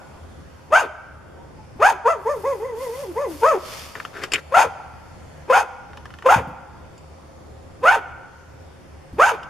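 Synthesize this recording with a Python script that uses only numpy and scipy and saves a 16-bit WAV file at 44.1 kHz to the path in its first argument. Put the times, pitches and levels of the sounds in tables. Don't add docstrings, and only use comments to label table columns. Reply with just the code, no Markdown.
import sys
import numpy as np
from scipy import signal
from scipy.fft import rfft, irfft, next_fast_len
from scipy.io import wavfile
from scipy.ndimage import uniform_filter1d

SR = 44100
rng = np.random.default_rng(int(sys.argv[2]) if len(sys.argv) > 2 else 0)


def to_wav(sig):
    pcm = np.clip(np.atleast_2d(sig), -1, 1) * 32767
    pcm = np.round(pcm).astype(np.int16)
    wavfile.write(sys.argv[1], SR, pcm.T)


N = 418509


def amp(db):
    return 10 ** (np.asarray(db) / 20)


def unit_rms(x):
    return x / np.sqrt(np.mean(x ** 2) + 1e-20)


def value_at(points, hz):
    f, value = np.transpose(points)
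    return np.interp(np.log(hz + 1), np.log(f + 1), value)


def add(mix, s, sound):
    part = mix[round(s * SR):][:len(sound)]
    part += sound[:len(part)]


def curves(rows):
    s, *columns = np.transpose(rows)
    t = np.arange(s[0], s[-1], 1 / SR)
    return t, [np.interp(t, s, c) for c in columns]


def coloured(x, points):
    size = next_fast_len(len(x) + 2048)
    gain = amp(value_at(points, np.fft.rfftfreq(size, 1 / SR)))
    return unit_rms(irfft(rfft(x, size) * gain, size)[:len(x)])


def wander(count, hz):
    drift = signal.lfilter(*signal.butter(2, hz, fs=SR), rng.standard_normal(count + 4000))
    return unit_rms(drift[4000:])


def resonate(x, hz, width_hz):
    turn = np.exp(2j * np.pi * np.cumsum(hz * np.ones(len(x))) / SR)
    pole = np.exp(-np.pi * width_hz / SR)
    return 2 * (turn * signal.lfilter([1 - pole], [1, -pole], x / turn)).real


def resonate_twice(x, hz, width_hz):
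    return resonate(resonate(x, hz, width_hz), hz, width_hz)


# f/Hz, relative level/dB
TRAFFIC_SPECTRUM = [(12, -40), (20, -11.5), (77, -5), (161, -8.5), (302, -10.5), (536, -12), (650, -12),
                    (1010, -16.5), (2860, -29), (3970, -32.5), (4940, -31.5), (10400, -39.5), (14000, -48)]
# t/s, relative level/dB
TRAFFIC_SWELL = [(0, -51), (1.2, -55), (4.5, -48.5), (6.5, -53.5), (9.5, -53)]
# f/Hz, correlation (clipped to +-1)
TRAFFIC_LIKENESS = [(25, -1.1), (70, 0.87), (240, 0.02), (930, 0.24), (3640, 0.26), (12000, -0.12)]
# f/Hz, width/Hz, level/dB
HUMS = [(77.4, 13.4, -50), (115.2, 12, -61.5), (150.3, 10.8, -59), (533.5, 20, -61)]
def traffic():
    frames, hz = N // 256 + 5, np.fft.rfftfreq(1024, 1 / SR)
    left_re, left_im, other_re, other_im, patches = rng.standard_normal((frames, 513, 5)).T
    patches = unit_rms(uniform_filter1d(uniform_filter1d(patches, 14, 0), 40, 1))
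    swell_db = np.interp(np.arange(frames) * 256 / SR, *np.transpose(TRAFFIC_SWELL))
    treble = np.clip(np.log2(hz / 500 + 1e-9) / 0.28, 0, 1)[:, None]
    likeness = np.clip(value_at(TRAFFIC_LIKENESS, hz), -1, 1)[:, None]
    left = left_re + 1j * left_im
    right = likeness * left + np.sqrt(1 - likeness ** 2) * (other_re + 1j * other_im)
    shape_db = value_at(TRAFFIC_SPECTRUM, hz)[:, None] + 1.5 * patches
    spectra = np.array([left, right]) * amp(shape_db + treble * (swell_db - swell_db.mean()))
    wash = amp(-46) * unit_rms(signal.istft(spectra, nperseg=1024, noverlap=768)[1][:, :N])
    hums = sum(amp(db) * unit_rms(resonate_twice(rng.standard_normal(N), f, w)) for f, w, db in HUMS)
    return wash + hums


# f/Hz, t60/s
ECHO_DECAY = [(250, 0.76), (660, 1.11), (1500, 1.26), (2500, 1.08), (5000, 0.82), (12000, 0.41)]
# delay/s, left level/dB, right level/dB
WALLS = [(.004, -16, -22), (.011, -20, -6.5), (.024, -8.5, -15.5)]
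def yard_echo(x):
    taps = np.zeros((2, 2 * SR))
    slots = np.arange(900, 2 * SR - 20, 20)
    arrivals = slots + rng.integers(0, 20, (2, len(slots)))
    np.put_along_axis(taps, arrivals, rng.choice([-1., 1.], arrivals.shape), 1)
    taps[1] = 0.7 * taps[0] + 0.68 * taps[1]
    hz, t, spectra = signal.stft(taps, SR, nperseg=256)
    decay = amp(-60 * t / value_at(ECHO_DECAY, hz)[:, None])
    response = signal.istft(spectra * decay, SR, nperseg=256)[1]
    response *= amp(-21.5) / np.linalg.norm(response[0])
    for s, left_db, right_db in WALLS:
        response[:, round(s * SR)] += amp([left_db, right_db])
    return signal.fftconvolve(x[None], response, axes=1)[:, :len(x)]


# f/Hz, relative level/dB
MOUTH_WIDE = [(200, -47), (400, 0), (600, -7.5), (900, 2), (1180, -3), (1520, -6.5), (1850, -12.5),
              (2450, -12.5), (2850, -8.5), (3200, -11.5), (3900, -17.5), (5000, -74.5)]
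# f/Hz, relative level/dB
MOUTH_SHUT = [(200, 5), (500, -1), (1050, 4), (1500, -30), (2050, 13.5), (2300, -16), (2700, -59),
              (5000, -45)]
# f/Hz, width/Hz, relative level/dB
RASP_MODES = [(571, 200, -3), (930, 86, 6.5), (1414, 510, 2.5), (2535, 210, -4), (3270, 420, -12)]
# f/Hz, relative level/dB
BREATH_SPECTRUM = [(3200, -30), (4000, -14), (4900, -3), (5700, -8), (6400, 3), (7100, -4), (7900, -12),
                   (8500, -7), (11000, -14), (14000, -22)]
def voice(effort_db, hz, rough, overtone_db, split_hz=800, breath_db=0.5):
    count, rough = len(hz), np.clip(rough, 0, 1)
    gape = np.clip((effort_db.max() + 23.5) / 8, 0, 1)
    k = np.arange(1, 11)[:, None]
    line_hz = k * np.where(k == 2, np.minimum(hz, split_hz), hz)
    jitter = .06 * rough * (1 + 0.56 * (line_hz < k * hz)) + 0.0046 * gape
    cycles = np.cumsum(line_hz * (1 + jitter * wander(count, 150)), axis=1) / SR
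    tract_db = gape * value_at(MOUTH_WIDE, line_hz) + (1 - gape) * value_at(MOUTH_SHUT, line_hz)
    rolloff_db = 7.4 + 2.5 * rough + 4.7 * np.maximum(hz / split_hz - 1, 0)
    heights = amp(tract_db - tract_db[0] + overtone_db * (k > 1) - rolloff_db * np.maximum(k - 2, 0))
    folds = (heights * np.cos(2 * np.pi * cycles)).sum(0) / np.sqrt((heights ** 2).sum(0) / 2)
    folds *= 1 + .5 * np.tanh(1.5 * rough * wander(count, 140))
    puffs = (0.17 + np.exp(-(cycles[0] % 1) / 0.13)) * rng.standard_normal((2, count))
    rasp = unit_rms(sum((-1) ** i * amp(db) * unit_rms(resonate(puffs[0], f, w))
                        for i, (f, w, db) in enumerate(RASP_MODES)))
    rasp = signal.sosfilt(signal.butter(4, 420, "high", fs=SR, output="sos"), rasp)
    lag_db = -14 * np.exp(-np.arange(count) / SR / 0.013)
    airflow_db = 14 * np.log2(hz / 600) + 1.6 * rough
    hiss = amp(breath_db + lag_db + airflow_db - 29.5) * coloured(puffs[1], BREATH_SPECTRUM)
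    sound = np.sqrt(1 - rough ** 2) * folds + (1.18 * rough + 0.012 * gape) * rasp + hiss
    return amp(effort_db + 1.61 * wander(count, 34)) * sound * signal.windows.tukey(count, .06)


# t/s; grunt, climb, tail length/s; grunt, peak, break, tail level/dB;
# grunt, jump, top, tail, split f/Hz; haste of the climb (exponent); overtone, breath offset/dB
BARKS = [ (0.7, 0.0019, .07, 0.042, -12, -6.5, -16, -21.5, 589, 625.2, 977, 492, 785, 1.14, 18, 1),
         (1.778, 0.0079, 0.082, 0.051, -20.5, -6.5, -14, -28.5, 420.2, 580.2, 930, 449, 826, 1.46, 6, -0.5),
         (4.499, .012, 0.083, 0.029, -22, -6, -12.5, -21.5, 542.5, 657.4, 930, 535, 705, 1.39, 7, 0),
         (5.477, 0.017, 0.078, 0.027, -9, -8, -17, -30.5, 515.4, 670.5, 842.7, 497, 723.6, 2.42, 8.5, 0.4),
         (6.236, .022, .075, 0.031, -9.5, -4.5, -19.5, -24, 519.6, 679.5, 900.4, 517, 715.4, 2.01, 7, -1),
         (7.809, .013, 0.092, 0.033, -17, -6.5, -15, -24, 515.4, 618, 937, 499, 768, 1.1, 14, -5),
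         (9.163, .002, 0.1, 0.044, -16, -6, -17, -24.5, 423.8, 540.2, 987, 499, 784, 1.4, 12, 0.5), ]
def bark(start, grunt, climb, tail, grunt_db, peak_db, break_db, tail_db,
         grunt_hz, jump_hz, top_hz, tail_hz, split_hz, haste, overtone_db, breath_db):
    scoop_s, swell_s, jump_s, break_s = .018, .008, .009, .017
    stages = [scoop_s, swell_s, grunt, jump_s, climb, break_s, tail]
    scooped, opened, jumps, climbs, breaks, broken, end = np.cumsum(stages)
    t = np.arange(0, end, 1 / SR)
    rising_hz = np.interp(t, [0, opened, jumps, climbs], [.55 * grunt_hz, grunt_hz, grunt_hz, jump_hz])
    rising_hz += (top_hz - jump_hz) * (1 - (1 - np.clip((t - climbs) / climb, 0, 1)) ** haste)
    in_tail = np.clip((t - breaks) / break_s, 0, 1)
    sag = np.interp(t, [broken, end], [1, 0.73])
    hz = (1 - in_tail) * rising_hz + in_tail * tail_hz * sag
    ratio = rising_hz / split_hz
    split = np.clip((ratio - 1) / 0.075, 0, 1)
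    effort_db = np.interp(
        t, [0, scooped, opened, jumps, climbs, climbs + 0.18 * climb, breaks, broken, end],
        [grunt_db - 39.5, grunt_db - 21, grunt_db, grunt_db, peak_db - 3.5, peak_db,
         break_db, tail_db, tail_db - 11])
    effort_db -= 3.5 * np.exp(-((ratio - 1.074) / 0.051) ** 2)
    rough = .22 + .28 * split + .29 * np.maximum(1 - t / opened, 0)
    rough = (1 - in_tail) * rough + in_tail * .6
    bright_db = np.interp(rising_hz, [grunt_hz, split_hz], [-8.5, overtone_db]) - 9 * split
    bright_db = (1 - in_tail) * bright_db - in_tail * 10
    return start, voice(effort_db, hz, rough, bright_db, split_hz, breath_db)


def ground_scatter(x):
    t = np.arange(600) / SR
    grains = rng.standard_normal((2, 600)) * np.exp(-t / 0.016)
    grains = signal.lfilter(*signal.butter(2, 2500, "high", fs=SR), grains)
    return amp(-5.5) * signal.fftconvolve(x[None], grains / np.linalg.norm(grains[0]), axes=1)[:, :N]


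# t/s, f/Hz, level/dB
FAR_WHISTLE = [(1.33, 923, -64), (1.42, 940, -54), (1.5, 928, -65), (1.6, 870, -48.5), (1.69, 865, -73)]
def far_whistle():
    t, (hz, db) = curves(FAR_WHISTLE)
    out = np.zeros(N)
    add(out, t[0], amp(db) * unit_rms(resonate(rng.standard_normal(len(t)), hz, width_hz=3.1)))
    return out


# t/s, level/dB, t60/s
THUMPS = [(1.761, -40, 0.32), (4.654, -33, 0.21), (6.36, -20.5, 0.29), (6.472, -30, 0.27),
          (7.799, -41, 0.52), (9.128, -37, 0.56)]
def microphone_thumps():
    out, t = np.zeros(N), np.arange(12000) / SR
    spectrum = [(30, -38), (70, 2), (140, -7), (300, -9), (600, -51)]
    for s, db, t60 in THUMPS:
        lump = coloured(rng.standard_normal(len(t)), spectrum)
        add(out, s, lump * amp(db - 60 * t / t60) * np.minimum(t / 0.0019, 1))
    return out


# t/s; arch, tail length/s; share of the arch before the leap;
# burst, held, tail level/dB; start, top, end f/Hz; overtone offset/dB; roughness 0-1; leap's share
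YELPS = [ (2.04, .125, 0.049, 0.27, -9, -16.5, -33.5, 447.6, 680, 428, -0.5, .1, .11),
         (2.24, .13, 0.045, 0.24, -21, -20, -32.5, 418, 601.5, 429, -5, 0.06, 0.19),
         (2.42, 0.14, 0.033, .14, -25.5, -21.5, -33, 379, 564.5, 407.4, -6, 0.09, 0.18),
         (3.145, .14, 0.077, .13, -22, -23.5, -32, 401.6, 587, 341.5, -6.5, 0.09, .24),
         (3.412, 0.14, 0.031, 0.19, -9.5, -12.5, -20, 437.7, 658, 393, -1.5, 0.14, 0.21), ]
def yelp(start, arch, tail, leap, burst_db, held_db, tail_db,
         start_hz, top_hz, end_hz, overtone_db, rough, leap_share):
    progress = np.arange(0, arch + tail, 1 / SR) / arch
    landed, shuts, end = leap + leap_share, 0.59, 1 + tail / arch
    low_hz = np.interp(progress, [0, 1, end], [start_hz, end_hz, end_hz * 0.861])
    lift = np.interp(progress, [0, leap, landed, .6, .8, 1], [0, .15, .9, 1, .6, 0])
    hz = low_hz + (top_hz - low_hz) * lift
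    hz = uniform_filter1d(hz, size=SR // 70, mode="nearest")
    effort_db = np.interp(
        progress, [0, 0.16, leap + .04, landed + 0.027, shuts, 1, end],
        [burst_db - 33, burst_db - 0.5, burst_db, held_db, held_db, tail_db, tail_db - 6.5])
    shut_db = -8.5 * np.maximum(progress - shuts, 0) / (1 - shuts)
    return start, voice(effort_db, hz, rough, overtone_db + shut_db)


# f/Hz, relative level/dB
FIZZ_SPECTRUM = [(3000, -27), (6000, -4.5), (9000, 3), (12600, 2.5), (14000, 1.5)]
# f/Hz, relative level/dB
CRUNCH_SPECTRUM = [(600, -3.5), (1500, -3), (2560, -2), (4000, -4.5), (5000, -2), (7000, -11.5),
                   (10000, -21.5)]
# middle t/s, length/s, fizz level/dB, crunch offset/dB
SCUFFS = [(2.445, 0.8, -52, -0.5), (2.84, 0.23, -47, 3), (2.99, 0.26, -48, 4.5), (3.195, 0.42, -53.5, 1),
          (3.32, 0.13, -49, 1.5), (3.46, 0.33, -45.5, 3.5), (3.732, 0.42, -49.5, 14),
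          (3.888, 0.73, -58.5, 13.5)]
def leaves():
    fizz, crunch = np.zeros((2, N))
    for s, length, db, crunch_db in SCUFFS:
        stroke = np.hanning(round(length * SR))
        add(fizz, s - length / 2, amp(db) * stroke)
        add(crunch, s - length / 2, amp(db + crunch_db - 3) * stroke)
    sizes = amp(1.2 * rng.exponential(1, (3, N)))
    snaps = sizes * (rng.random((3, N)) < .15) * rng.standard_normal((3, N))
    crackle = snaps[2] + 1.1 * snaps[:2]
    return np.array([fizz * coloured(side, FIZZ_SPECTRUM) + crunch * coloured(side, CRUNCH_SPECTRUM)
                     for side in crackle])


# t/s, level/dB, f/Hz
HOWL = [(2.59, -33, 377.7), (2.615, -27, 428.4), (2.63, -27, 456.6), (2.664, -30, 540), (2.748, -33.5, 427),
        (2.83, -32.5, 543), (2.9, -33, 442.5), (3.0, -35.5, 569), (3.025, -30.5, 583), (3.06, -39, 390),
        (3.13, -29.5, 325.5)]
def howl():
    t, (effort_db, hz) = curves(HOWL)
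    shut_db = -25 * np.maximum(1 - (t[-1] - t) / 0.068, 0)
    return t[0], voice(effort_db, hz, rough=0.078, overtone_db=-12.5 + shut_db)


# f/Hz, width/Hz, relative level/dB
RATTLE_MODES = [(1335, 890, 18), (1750, 290, 11), (2550, 1460, 16), (3240, 980, -11), (4650, 1200, 1),
                (7060, 1460, -10.5)]
# t/s, peak level/dB, tilt/(dB per octave)
RATTLE_CLICKS = [(3.9532, -22.5, -32), (4.0003, -20, -33), (4.0509, -19, -10), (4.2368, -18, 7.5),
                 (4.3197, -14.5, 12), (4.3354, -7.5, 17), (5.9326, -32.5, -12), (5.9716, -29.5, -3),
                 (6.0556, -27.5, -11), (6.1043, -33.5, -17.5), (6.1389, -30.5, -9), (6.1868, -33, -5),
                 (6.2238, -29, -9), (6.978, -43, 19), (9.4314, -29, 8)]
def rattle():
    out, t = np.zeros(N), np.arange(1500) / SR
    for s, db, tilt in RATTLE_CLICKS:
        spit = rng.standard_normal(len(t)) * np.exp(-t / 0.004)
        ring = sum(amp(mode_db + tilt * np.log2(f / 1500)) * resonate_twice(spit, f, w) / np.sqrt(w)
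                   for f, w, mode_db in RATTLE_MODES)
        add(out, s, amp(db) * ring / abs(ring).max())
    return out


# f/Hz, relative level/dB
NOSE_SPECTRUM = [(250, -5), (400, 10), (800, -9), (1450, 5), (3000, -10.5), (4000, -12), (7500, -21),
                 (10000, -26), (13000, -28)]
# peak t/s, rise/s, fall/s, drive level/dB, nasal ring f/Hz
SNORTS = [(3.957, 0.0028, .035, -36, 1504), (4.17, 0.038, 0.12, -35.5, 1400),
          (4.244, 0.028, 0.013, -25.5, 1870), (4.325, 0.0087, 0.013, -30, 2420),
          (4.338, .004, .016, -3, 2450), (4.358, 0.0089, 0.0082, -7.5, 2300),
          (4.388, .025, 0.014, -29, 2140)]
def snort(s, rise, fall, peak_db, hz):
    t, (db,) = curves([(s - rise, peak_db - 12), (s, peak_db), (s + fall, peak_db - 12)])
    air = rng.standard_normal(len(t)) * amp(2 * wander(len(t), 352))
    ring = amp(1.02 * (db + 17)) * unit_rms(resonate(resonate(air, hz, 930), hz, 1040))
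    sound = coloured(air, NOSE_SPECTRUM) + ring
    return t[0], amp(db) * sound / np.sqrt(1 + amp(1.9 * (db + 30)))


# t/s, left minus right level/dB
NEAR_PAN = [(0, 3), (2.8, 0.5), (4.2, 4), (7.501, -1)]
def scene():
    calls, noises = np.zeros(N), rattle()
    for call in [bark(*row) for row in BARKS] + [yelp(*row) for row in YELPS] + [howl()]:
        add(calls, *call)
    for row in SNORTS:
        add(noises, *snort(*row))
    lead_in = np.zeros(SR // 2)
    add(lead_in, .12, amp(-5) * bark(*BARKS[3])[1])
    echo = yard_echo(np.r_[lead_in, calls + .3 * noises])[:, len(lead_in):]
    pan_db = np.interp(np.arange(N) / SR, *np.transpose(NEAR_PAN))
    near = calls + noises
    foreground = near * amp([pan_db / 2, -pan_db / 2]) + ground_scatter(near)
    return foreground + echo + leaves() + microphone_thumps() + far_whistle() + traffic()


TREBLE_NOTCHES = [3960, 7900]
def record(dry):
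    recovery_db_per_s, threshold_db, edge_hz = 33, -27.5, 14150
    power_db = 10 * np.log10(abs(uniform_filter1d((dry ** 2).mean(0), 600)) + 1e-12)
    recovery_db = np.arange(N) * recovery_db_per_s / SR
    held_db = np.maximum.accumulate(power_db + recovery_db) - recovery_db
    excess_db = np.maximum(held_db - threshold_db, 0)
    sound = dry / amp(0.19 * uniform_filter1d(excess_db, 300) - 1.5)
    sound = sound / (1 + sound ** 4) ** .25
    for hz in TREBLE_NOTCHES:
        sound = .25 * sound + .75 * signal.lfilter(*signal.iirnotch(hz, hz / 250, SR), sound)
    lowpass = signal.firwin(511, edge_hz, window=("kaiser", 9), fs=SR)
    return signal.oaconvolve(sound, lowpass[None], "same")


dry = scene()
out = record(dry)
to_wav(out)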